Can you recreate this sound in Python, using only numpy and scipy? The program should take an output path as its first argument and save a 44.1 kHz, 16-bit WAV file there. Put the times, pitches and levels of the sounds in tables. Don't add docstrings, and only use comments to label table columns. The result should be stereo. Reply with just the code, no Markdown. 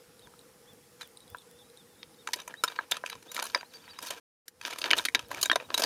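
import sys
import numpy as np
from scipy import signal
from scipy.fft import rfft, irfft
from scipy.io import wavfile
from scipy.ndimage import uniform_filter1d

SR = 44100
rng = np.random.default_rng(int(sys.argv[2]) if len(sys.argv) > 2 else 0)


def int16_out(signal):
    q = np.round(np.clip(np.atleast_2d(signal).T, -1, 1) * 32767)
    wavfile.write(sys.argv[1], SR, q.astype(np.int16))


def voltage_ratio(decibels):
    exponent = np.asarray(decibels, float) / 20
    return 10 ** exponent


N = 257984
TIME = np.arange(N) / SR

# [f/Hz, relative level per Hz/dB]
HUSH_SPECTRUM = [(20, -35.5), (60, -3.5), (110, 4), (280, -4.5), (400, -8), (620, -12), (1100, -13),
                 (1450, -13), (2900, -18.5), (4700, -18), (7600, -19), (10000, -17.5), (13000, -22),
                 (15300, -24.5), (16500, -51.5)]
# [f/Hz, likeness]
HUSH_LIKENESS = [(60, -0.62), (130, -0.49), (290, -0.65), (640, -0.52), (1410, -0.48), (3100, 0.16),
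                 (6820, 0.42), (15000, 0.48)]
# [f/Hz, left over right/dB]
HUSH_BALANCE = [(60, 1.5), (240, 2), (950, 1), (3770, 0.5), (15000, -1)]
# [f/Hz, width/Hz, level on the hush spectrum's scale/dB]
DRONE_BANDS = [(478, 26.8, 5.5), (829, 15, -4), (5300, 350, -18.5)]
# [t/s, level/dB]
WIND_COURSE = [(0, -63.5), (4.2, -65), (4.46, -73), (4.9, -60), (5.15, -60), (5.35, -51), (5.55, -58),
               (5.85, -58.5)]
# [t/s, change of level/dB]
HUSH_RETURN = [(4.456, -13), (4.6, -4.5), (5.0, -1.5), (5.85, 2.5)]
# [t/s, peak level/dB, upper ring over lower ring/dB]
TONG_TICKS = [(0.194, -42.5, 0), (0.2217, -50, -17), (0.392, -39, 2), (0.4125, -51, -17),
              (1.1724, -33.5, 4.5), (1.205, -40, 3), (1.2788, -43.5, 1), (1.385, -37.5, 2), (1.42, -46, 2),
              (1.589, -50, -4), (1.7, -45, 0), (1.7734, -38.5, 3), (1.956, -54, -14), (2.144, -51, -15),
              (3.948, -49, -17)]
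# [f/Hz, time to fall by 60 dB/s]
TONG_RINGS = [(3900, 0.0087), (8800, 0.0049)]
# [start t/s, length/s, middle f/Hz, glide from start to end/Hz, level/dB]
CHICK_PEEPS = [(.205, .028, 3250, 530, -66), (0.223, 0.048, 3650, -390, -59.5),
               (0.667, 0.066, 3520, 8, -62), (0.823, 0.029, 3350, 230, -70),
               (1.003, 0.063, 3600, -160, -58), (1.21, 0.031, 3880, 60, -63),
               (1.263, 0.092, 3460, 250, -67), (1.356, 0.074, 3600, 32, -63), (1.507, .2, 3680, 600, -69.5),
               (1.586, .05, 3545, -170, -60), (1.761, 0.064, 3660, -40, -62),
               (1.862, .128, 3550, -260, -72.5), (1.984, 0.047, 3750, 30, -63),
               (2.18, 0.05, 3720, -160, -60.5), (2.379, .04, 3870, -280, -52),
               (2.544, 0.03, 3140, 349.5, -64.5), (2.565, 0.056, 3920, -10, -54),
               (2.776, 0.029, 4220, -750, -52.5), (2.933, 0.048, 3880, -50, -55),
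               (3.101, 0.045, 3960, 28, -51), (3.276, 0.053, 3820, 398, -52.5),
               (3.42, .05, 4200, -220, -50), (3.581, 0.036, 4770, -140, -49),
               (3.644, 0.026, 4130, 630, -63), (3.695, 0.029, 4270, -1450, -64),
               (3.731, .018, 3700, 900, -59), (3.74, .036, 4660, -20, -49.5), (3.795, .02, 3500, 480, -62),
               (3.817, 0.018, 4650, 270, -61), (3.849, 0.022, 4520, -470, -60),
               (3.885, 0.027, 3900, 250, -52), (3.9, 0.031, 4680, -350, -50.5),
               (3.958, 0.029, 3850, 390, -58), (4.073, 0.029, 4350, -10, -48),
               (5.235, .031, 3900, -320, -64), (5.255, 0.012, 5300, -400, -63),
               (5.29, 0.014, 5330, -300, -70), (5.632, .04, 3820, -20, -60)]
# [f/Hz, relative level/dB, time to fall by 60 dB/s]
SHELL_RINGS = [(322, -7.5, 0.022), (540, 5, 0.01), (690, -11.5, 0.017), (980, -6.5, 0.042),
               (1250, -3.5, 0.012), (1650, -0.5, 0.014), (1790, -4.5, 0.0062), (2360, -2.5, 0.012),
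               (2600, -23, 0.0054), (2900, -3, 0.0079), (3135, -6, 0.014), (3750, -8, 0.024),
               (4200, 4, 0.0018), (4650, -2.5, 0.0068), (5260, -2.5, 0.0052), (6144, 0, 0.018),
               (7005, 2, 0.012), (7800, -1, 0.008), (8940, -2.5, 0.025), (9990, -0.5, 0.017),
               (11200, -16, 0.0063), (11900, 5, 0.0056), (13570, -3.5, 0.015), (14200, -11, .006)]
# [t/s, nominal peak level/dB, low ring f/Hz, upper rings/dB, top rings/dB]
SHELL_KNOCKS = [(0.271, -42.5, 475, -20, -17), (0.337, -45, 1280, -27, -20), (1.01, -31, 1520, -10.5, -12),
                (1.016, -34.5, 1510, -3, -8), (1.022, -48.5, 1500, -14, -10), (1.029, -38, 1380, -20, -14),
                (1.347, -24, 1430, -19, -54), (2.03, -29, 1980, 1, -25.5), (2.273, -20.5, 1900, -13, -15),
                (2.287, -27, 890, -17, -16), (2.333, -15.5, 1970, -3.5, -7), (2.338, -19.5, 1900, 0.5, -8),
                (2.359, -34.5, 523, -6, 0.5), (2.399, -32, 1950, -2, -9.5), (2.417, -39.5, 980, -10, -14),
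                (2.477, -27.5, 1400, -17, -7.5), (2.54, -27, 1760, -23.5, -22),
                (2.637, -10.5, 1420, -12, -10), (2.644, -20.5, 1250, -15, -10),
                (2.677, -29, 1190, -20, -12), (2.683, -25, 1220, -4, -18), (2.697, -43, 1400, -14, -20.5),
                (2.721, -32.5, 1220, -12.5, -21), (2.762, -32.5, 2400, -6, -26),
                (2.789, -12.5, 1650, -27, -56), (2.809, -33, 1080, -21, -44), (2.912, -17, 990, 7.5, 6),
                (2.92, -13.5, 1417, 5, -49), (2.968, -24.5, 1220, -9.5, -14.5),
                (3.038, -20, 1260, -36, -52), (3.061, -22.5, 2520, -12, -14.5),
                (3.098, -26.5, 2020, -5.5, -9), (3.129, -26, 1070, -2, -29.5),
                (3.153, -36, 1060, -6.5, -18), (3.225, -39.5, 510, -5, -7), (3.316, -30, 1410, -8, -5),
                (3.345, -27.5, 524, -4, 1), (3.365, -20, 1360, -5, -15), (3.378, -22.5, 1360, -22, -15),
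                (3.391, -19.5, 1250, -14, -19), (3.397, -22, 1250, -11.5, -16),
                (3.424, -20, 980, -11, -7.5), (3.439, -29, 1020, -15, -1), (3.452, -28.5, 1220, -15, -5),
                (3.499, -32, 1390, -1, -12), (3.547, -9.5, 1590, -10, -22), (3.558, -20, 544, -27, -35),
                (3.61, -30, 1510, -8.5, -21), (3.63, -30.5, 985, -38, -34), (3.879, -36.5, 1930, -28, -35),
                (3.988, -28, 2090, -15, -14), (4.024, -31.5, 1470, -8, 1), (4.049, -34.5, 1890, -11, -9),
                (4.104, -25.5, 1070, 0.5, 3), (4.48, -31, 1880, 1.5, 2.5), (4.613, -29.5, 2330, -12, -15.5),
                (4.629, -42, 514, 11, -24), (4.651, -17.5, 1646, 0.5, -20.5), (4.679, -26, 1500, -17, -19),
                (4.708, -29, 1220, 0, -7), (4.727, -26.5, 2500, -14, -37), (4.76, -34.5, 1090, -9.5, -35),
                (4.785, -25, 1350, -1.5, -0.5), (4.816, -20.5, 1050, 1, -12), (4.841, -15, 2180, -8.5, -22),
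                (4.857, -23, 2300, 3, -17.5), (4.885, -27.5, 724, -22, -30), (4.906, -11, 2400, -8, -24),
                (4.911, -6, 2360, -11.5, -18.5), (4.932, -5.5, 2410, -12, -31), (4.966, -28, 1010, 9, 0),
                (4.98, -23.5, 2360, -7, 2), (4.986, -11, 1470, -0.5, -27), (4.996, -19, 1660, -16, -24),
                (5.051, -15.5, 1920, -6.5, -7), (5.056, -19, 1894, -9.5, -15), (5.062, -26, 2520, 1, -11),
                (5.085, -16, 2280, -12, -18), (5.148, -6.5, 2015, -5.5, -15),
                (5.154, -10.5, 1710, -3, -21.5), (5.192, -24, 1370, -3, -13.5),
                (5.314, -21, 1030, -18, -13), (5.346, -25.5, 2360, -10, -15), (5.382, -29, 1780, -26, -26),
                (5.412, -21.5, 980, 7.5, 9), (5.428, -10.5, 1070, 2, 4.5), (5.449, -31, 1534, 2, -18),
                (5.457, -18, 1640, -22, -13.5), (5.498, -9.5, 1600, -8.5, -44),
                (5.515, -5.5, 1760, -8.5, -20), (5.529, -22.5, 624, -11, -15.5),
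                (5.557, -11, 716, -12, -15), (5.561, -17, 455, -15, -29), (5.6, -27.5, 1740, -15.5, -43),
                (5.703, -24, 860, -15, -28), (5.718, -34, 604, -12, -24), (5.742, -15.5, 1120, -2, -4),
                (5.748, -27, 1174, 1, -18.5), (5.777, -17, 980, 2, -1), (5.795, -19, 595, -5, -3),
                (5.82, -15, 640, 2, -3), (5.837, -16.5, 1880, -7, -12)]
# [t/s, peak level/dB]
EMBER_SNAPS = [(0.7344, -39.5), (1.075, -38.5), (1.3016, -37), (1.371, -41), (1.5127, -34.5), (5.2854, -39)]
# [hardest at t/s, level/dB, brightness over level/dB, weight on the weave over level/dB]
SLIDE_STROKES = [(1.019, -55.5, -3.5, -18), (2.3, -60, 4, 0.3), (2.38, -50.5, -7, -3.5),
                 (2.5, -53, -14, -1.5), (2.66, -55, -1, -12), (2.7, -47.5, -7, -11), (2.76, -52, -8, -15),
                 (2.81, -53.5, -12, -3.5), (2.942, -43, -10, -11), (3.07, -48.5, -3.8, -15),
                 (3.131, -49.5, -9, -11), (3.27, -63, -1, 6), (3.361, -48, 3, -10), (3.41, -41.5, -8.5, -5),
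                 (3.46, -46.5, 4, -7), (3.568, -44, -9, -6), (3.741, -55, -0.5, -11), (3.84, -55, -13, -31),
                 (3.89, -56, -7, -26), (3.94, -53.5, -13, -26), (4.03, -52.5, 3.5, 0),
                 (4.071, -48.5, 7, -6), (4.108, -42.5, -5, -4.5), (4.17, -55.5, -2.5, -3),
                 (4.662, -39, -3, -12), (4.721, -43.5, -5, -7), (4.791, -51.5, 5, 1.5),
                 (4.86, -38.5, -8.5, -1), (4.929, -45, -16, 6), (4.981, -41, 2, -0.5), (5.06, -59, 10, -5),
                 (5.17, -48.5, -29, -1), (5.21, -53, -5, -13), (5.322, -48, -4, 2),
                 (5.379, -45.5, -5, -2.5), (5.452, -46.5, 5.5, -1), (5.528, -51, -15, 4),
                 (5.6, -50.5, -12, 3.2), (5.71, -56, -6, 7.5), (5.792, -38.5, 1.5, 0),
                 (5.84, -37.5, 0, 1.5)]
# [t/s, f/Hz, peak level/dB]
RINGING_CHINKS = [(1.016, 3920, -37), (2.333, 4047, -38), (2.417, 6150, -44.5), (2.637, 5320, -25),
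                  (2.678, 3750, -26), (2.92, 3636, -17.5), (3.548, 4820, -15), (3.988, 4940, -38),
                  (4.104, 3135, -32), (4.841, 4530, -29.5), (4.857, 3605, -32), (4.932, 2900, -23),
                  (4.986, 3750, -20), (5.051, 4400, -25.5), (5.148, 3820, -19.5), (5.449, 3740, -31.5),
                  (5.457, 3810, -25), (5.498, 3250, -18.5), (5.515, 3750, -21.5), (5.529, 3690, -24),
                  (5.742, 3840, -16), (5.777, 4030, -21.5), (5.837, 4680, -13.5)]
# [f/Hz, left over right/dB]
BASKET_BALANCE = [(60, -6.5), (180, 2.5), (550, 3), (1650, 2), (4970, 3), (15000, -4)]

SILENCE_START_S, SILENCE_END_S = 4.2, 4.456
HUSH_DB = -57.5
ARCH_HZ_PER_S = 7500
DRAWN_S = 0.085
CHATTER_MS, CHATTER_MS_PER_DB = 5.75, 0.23
CREST_DB = 8
HELD_HZ, HELD_SPREAD, HELD_DB, HELD_T60_S = 3797, 0.04, 5, 0.016
SOFT_HZ, SOFT_OCTAVES_PER_DB = 20000, 0.0564
THUD_HZ, THUD_SPREAD, THUD_DB, THUD_T60_S, THUD_NEAR_DB = 307, 0.19, -30, 0.03, 9
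RISE_DB_PER_S, FALL_DB_PER_S = 548, 291.5
CHINK_T60_S = 0.03


def evened(x):
    return x / np.sqrt(np.mean(x ** 2) + 1e-20)


def read(points, hz):
    f, value = np.transpose(points)
    return np.interp(np.log(hz + 1), np.log(f + 1), value)


def add(mix, s, sound):
    part = mix[round(s * SR):][:len(sound)]
    part += sound[:len(part)]


def peaked(x, db):
    return voltage_ratio(db) * x / abs(x).max()


def filtered(x, hz, kind, order=2):
    return signal.sosfilt(signal.butter(N=order, Wn=hz, btype=kind, fs=SR, output="sos"), x)


def below(x, hz):
    return signal.sosfiltfilt(signal.butter(N=2, Wn=hz, fs=SR, output="sos"), x)


def rings(hz, db, t60, sign=1, size=2000):
    t = np.arange(size)[:, None] / SR
    swing = np.sin(2 * np.pi * np.minimum(hz, SR / 2.2) * t)
    return (sign * voltage_ratio(db - 60 * t / t60) * swing).sum(axis=1)


def field():
    frames, hz = N // 512 + 5, np.fft.rfftfreq(2048, 1 / SR)[:, None]
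    a, b, c, d, patches, lumps = rng.standard_normal((frames, 1025, 6)).T
    patches = evened(uniform_filter1d(uniform_filter1d(patches, 20, 0), 6, 1))
    lumps = evened(uniform_filter1d(lumps[0], 4))

    same = np.clip(read(HUSH_LIKENESS, hz), -0.95, 0.95)
    lean = voltage_ratio(read(HUSH_BALANCE, hz) / 2)
    left, other = a + 1j * b, c + 1j * d
    right = same * left + np.sqrt(1 - same ** 2) * other
    stereo = np.array([lean * left, right / lean])
    stereo /= np.sqrt(lean ** 2 + lean ** -2. + 2 * same)

    hush_db = read(HUSH_SPECTRUM, hz)
    drones = sum(voltage_ratio(2 * db) * np.exp(-((hz - f) / width) ** 2) for f, width, db in DRONE_BANDS)
    colour = np.sqrt(voltage_ratio(2 * hush_db) + drones)
    wind_db = np.interp(np.arange(frames) * 512 / SR, *np.transpose(WIND_COURSE)) + 4.0 * lumps
    low = 1 / (1 + (hz / 200) ** 4)
    hush_frames = stereo * colour * voltage_ratio(1.46 * patches)
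    wind_frames = stereo * voltage_ratio(hush_db + wind_db) * low
    hush = signal.istft(hush_frames, nperseg=2048, noverlap=1536)[1][:, :N]
    wind = signal.istft(wind_frames, nperseg=2048, noverlap=1536)[1][:, :N]

    scale = np.std(hush.mean(axis=0))
    return_db = np.interp(TIME, *np.transpose(HUSH_RETURN), left=0)
    return (voltage_ratio(HUSH_DB + return_db) * filtered(hush, 200, "high") + wind) / scale


def ticks():
    out, (hz, t60) = np.zeros(N), np.transpose(TONG_RINGS)
    onset = np.minimum(TIME[:800] / 0.00047, 1)
    for s, db, upper_db in TONG_TICKS:
        tick = rings(hz, np.array([0, upper_db]), t60, size=800) * onset
        add(out, s, peaked(tick, db))
    return out


def peeps():
    out = np.zeros(N)
    for s, length, middle_hz, glide_hz, db in CHICK_PEEPS:
        u = np.linspace(-1, 1, round(length * SR))
        arch_hz = ARCH_HZ_PER_S * length * (length < DRAWN_S) * abs(u) ** 2.4
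        hz = middle_hz + glide_hz * u / 2 - arch_hz
        flutter = voltage_ratio(1.8 * evened(uniform_filter1d(rng.standard_normal(len(u)), 150)))
        swell = (1 - u ** 2) ** 0.76
        tone = np.sin(2 * np.pi * np.cumsum(hz) / SR)
        add(out, s, voltage_ratio(db) * np.sqrt(2) * flutter * swell * tone)
    return out


def shell(luck, lowest_hz, upper_db, top_db):
    hz, db, t60 = np.transpose(SHELL_RINGS)
    tilt_db = read([(2100, 0.0013), (2800, upper_db), (5600, upper_db), (6500, top_db)], hz)
    tilt_db += 7.1 * np.minimum(np.log2(hz / lowest_hz), 0)
    return rings(hz * (1 + 0.03 * luck[0]), db + tilt_db + 2.5 * luck[1], t60, np.sign(luck[2]))


def knocks():
    out, ms = np.zeros(N), np.arange(2000) / SR * 1000
    shell_luck = rng.standard_normal((len(SHELL_KNOCKS), 2, 3, len(SHELL_RINGS)))
    pitch_luck = rng.standard_normal((len(SHELL_KNOCKS), 2))
    for k, (s, db, low_hz, upper_db, top_db) in enumerate(SHELL_KNOCKS):
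        chatter_ms = max(CHATTER_MS + CHATTER_MS_PER_DB * top_db, 1)
        pressure = np.minimum(0.25 + ms / 1.3, 1) * np.exp(-(ms / chatter_ms) ** 1.9)
        hits = rng.random((2, len(ms))) < 3000 / SR
        contacts = pressure * rng.standard_normal((2, len(ms))) * hits
        contacts[:, 0] = 0.57

        held_hz = HELD_HZ * (1 + HELD_SPREAD * pitch_luck[k, 0])
        tongs = rings(held_hz, upper_db + HELD_DB, HELD_T60_S)
        loudest = rings(low_hz, 4, 0.004 + 11 / low_hz) + tongs
        bodies = [shell(one, low_hz, upper_db + 8.5, top_db + 3) + loudest for one in shell_luck[k]]
        knock = signal.fftconvolve(contacts, bodies, axes=1).sum(axis=0)
        knock = filtered(knock, 0.41 * low_hz, "high")
        soft_hz = np.clip(SOFT_HZ * 2 ** (SOFT_OCTAVES_PER_DB * top_db), 2000, 0.45 * SR)
        knock = filtered(knock, soft_hz, "low")
        loudest_3ms = np.sqrt(uniform_filter1d(knock ** 2, 130).max())
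        add(out, s, voltage_ratio(db - CREST_DB) * knock / loudest_3ms)

        thud_hz = THUD_HZ * (1 + THUD_SPREAD * pitch_luck[k, 1])
        thud_db = db + THUD_DB + THUD_NEAR_DB * (s > SILENCE_START_S)
        add(out, s, rings(thud_hz, thud_db, THUD_T60_S) * np.minimum(ms / 3, 1))
    return out


def embers():
    out = np.zeros(N)
    for s, db in EMBER_SNAPS:
        spit = rng.standard_normal(200)
        bright = spit[1:] - 0.5 * spit[:-1]
        add(out, s, peaked(bright * voltage_ratio(-60 * TIME[:199] / 0.0037), db))
    return out


def slide():
    clumps = evened(uniform_filter1d(rng.standard_normal(N), 250))
    slips_per_s = 1500 * voltage_ratio(6.0 * clumps)
    size = voltage_ratio(2.8 * np.minimum(rng.exponential(1, N), 5))
    clicks = size * (rng.random(N) < slips_per_s / SR) * rng.choice([-1, 1], N)
    which, luck = rng.integers(0, 12, N), rng.standard_normal((12, 3, len(SHELL_RINGS)))
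    grit = sum(signal.oaconvolve(clicks * (which == k), shell(luck[k], 660, 0.83, -10.5))[:N]
               for k in range(12))
    dull, deep = below(grit, 3500), below(grit, 1000)

    low, mid, high = np.zeros((3, N))
    for s, db, bright_db, weight_db in SLIDE_STROKES:
        swell_db = np.minimum(RISE_DB_PER_S * (TIME - s), FALL_DB_PER_S * (s - TIME))
        power = voltage_ratio(2 * (db + swell_db))
        low += power * voltage_ratio(2 * weight_db)
        mid += power
        high += power * voltage_ratio(2 * bright_db)
    return np.sqrt(low) * evened(deep) + np.sqrt(mid) * evened(dull - deep) + np.sqrt(high) * evened(grit - dull)


def chinks():
    out = np.zeros(N)
    for s, hz, db in RINGING_CHINKS:
        rebounds = rng.standard_normal(300) * np.exp(-TIME[:300] / 0.0035)
        add(out, s, peaked(np.convolve(rebounds, rings(hz, 0, CHINK_T60_S)), db))
    return out


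def basket(x):
    x = filtered(x, 240, "high", order=3)
    t = np.arange(4000) / SR
    hits = rng.random((2, len(t))) < 3000 / SR
    echoes = rng.standard_normal((2, len(t))) * hits * voltage_ratio(-60 * t / 0.059) * (t > 0.002)
    echoes /= np.linalg.norm(echoes[0])
    wet = x + voltage_ratio(-10.5) * signal.fftconvolve(x[None], echoes, axes=1)[:, :N]
    lean = voltage_ratio(read(BASKET_BALANCE, np.fft.rfftfreq(N, 1 / SR)) / 2)
    return irfft(rfft(wet) * [lean, 1 / lean], N)


def scene():
    small = ticks() + peeps() + knocks() + embers() + slide() + chinks()
    outside = np.maximum(SILENCE_START_S - TIME, TIME - SILENCE_END_S)
    gate = np.clip(outside / 0.002, 0, 1)
    return (field() + basket(small)) * gate


def low_pass(x):
    return signal.sosfilt(signal.butter(12, 16800, fs=SR, output="sos"), x)


def record(dry):
    return low_pass(dry)


dry = scene()
out = record(dry)
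int16_out(out)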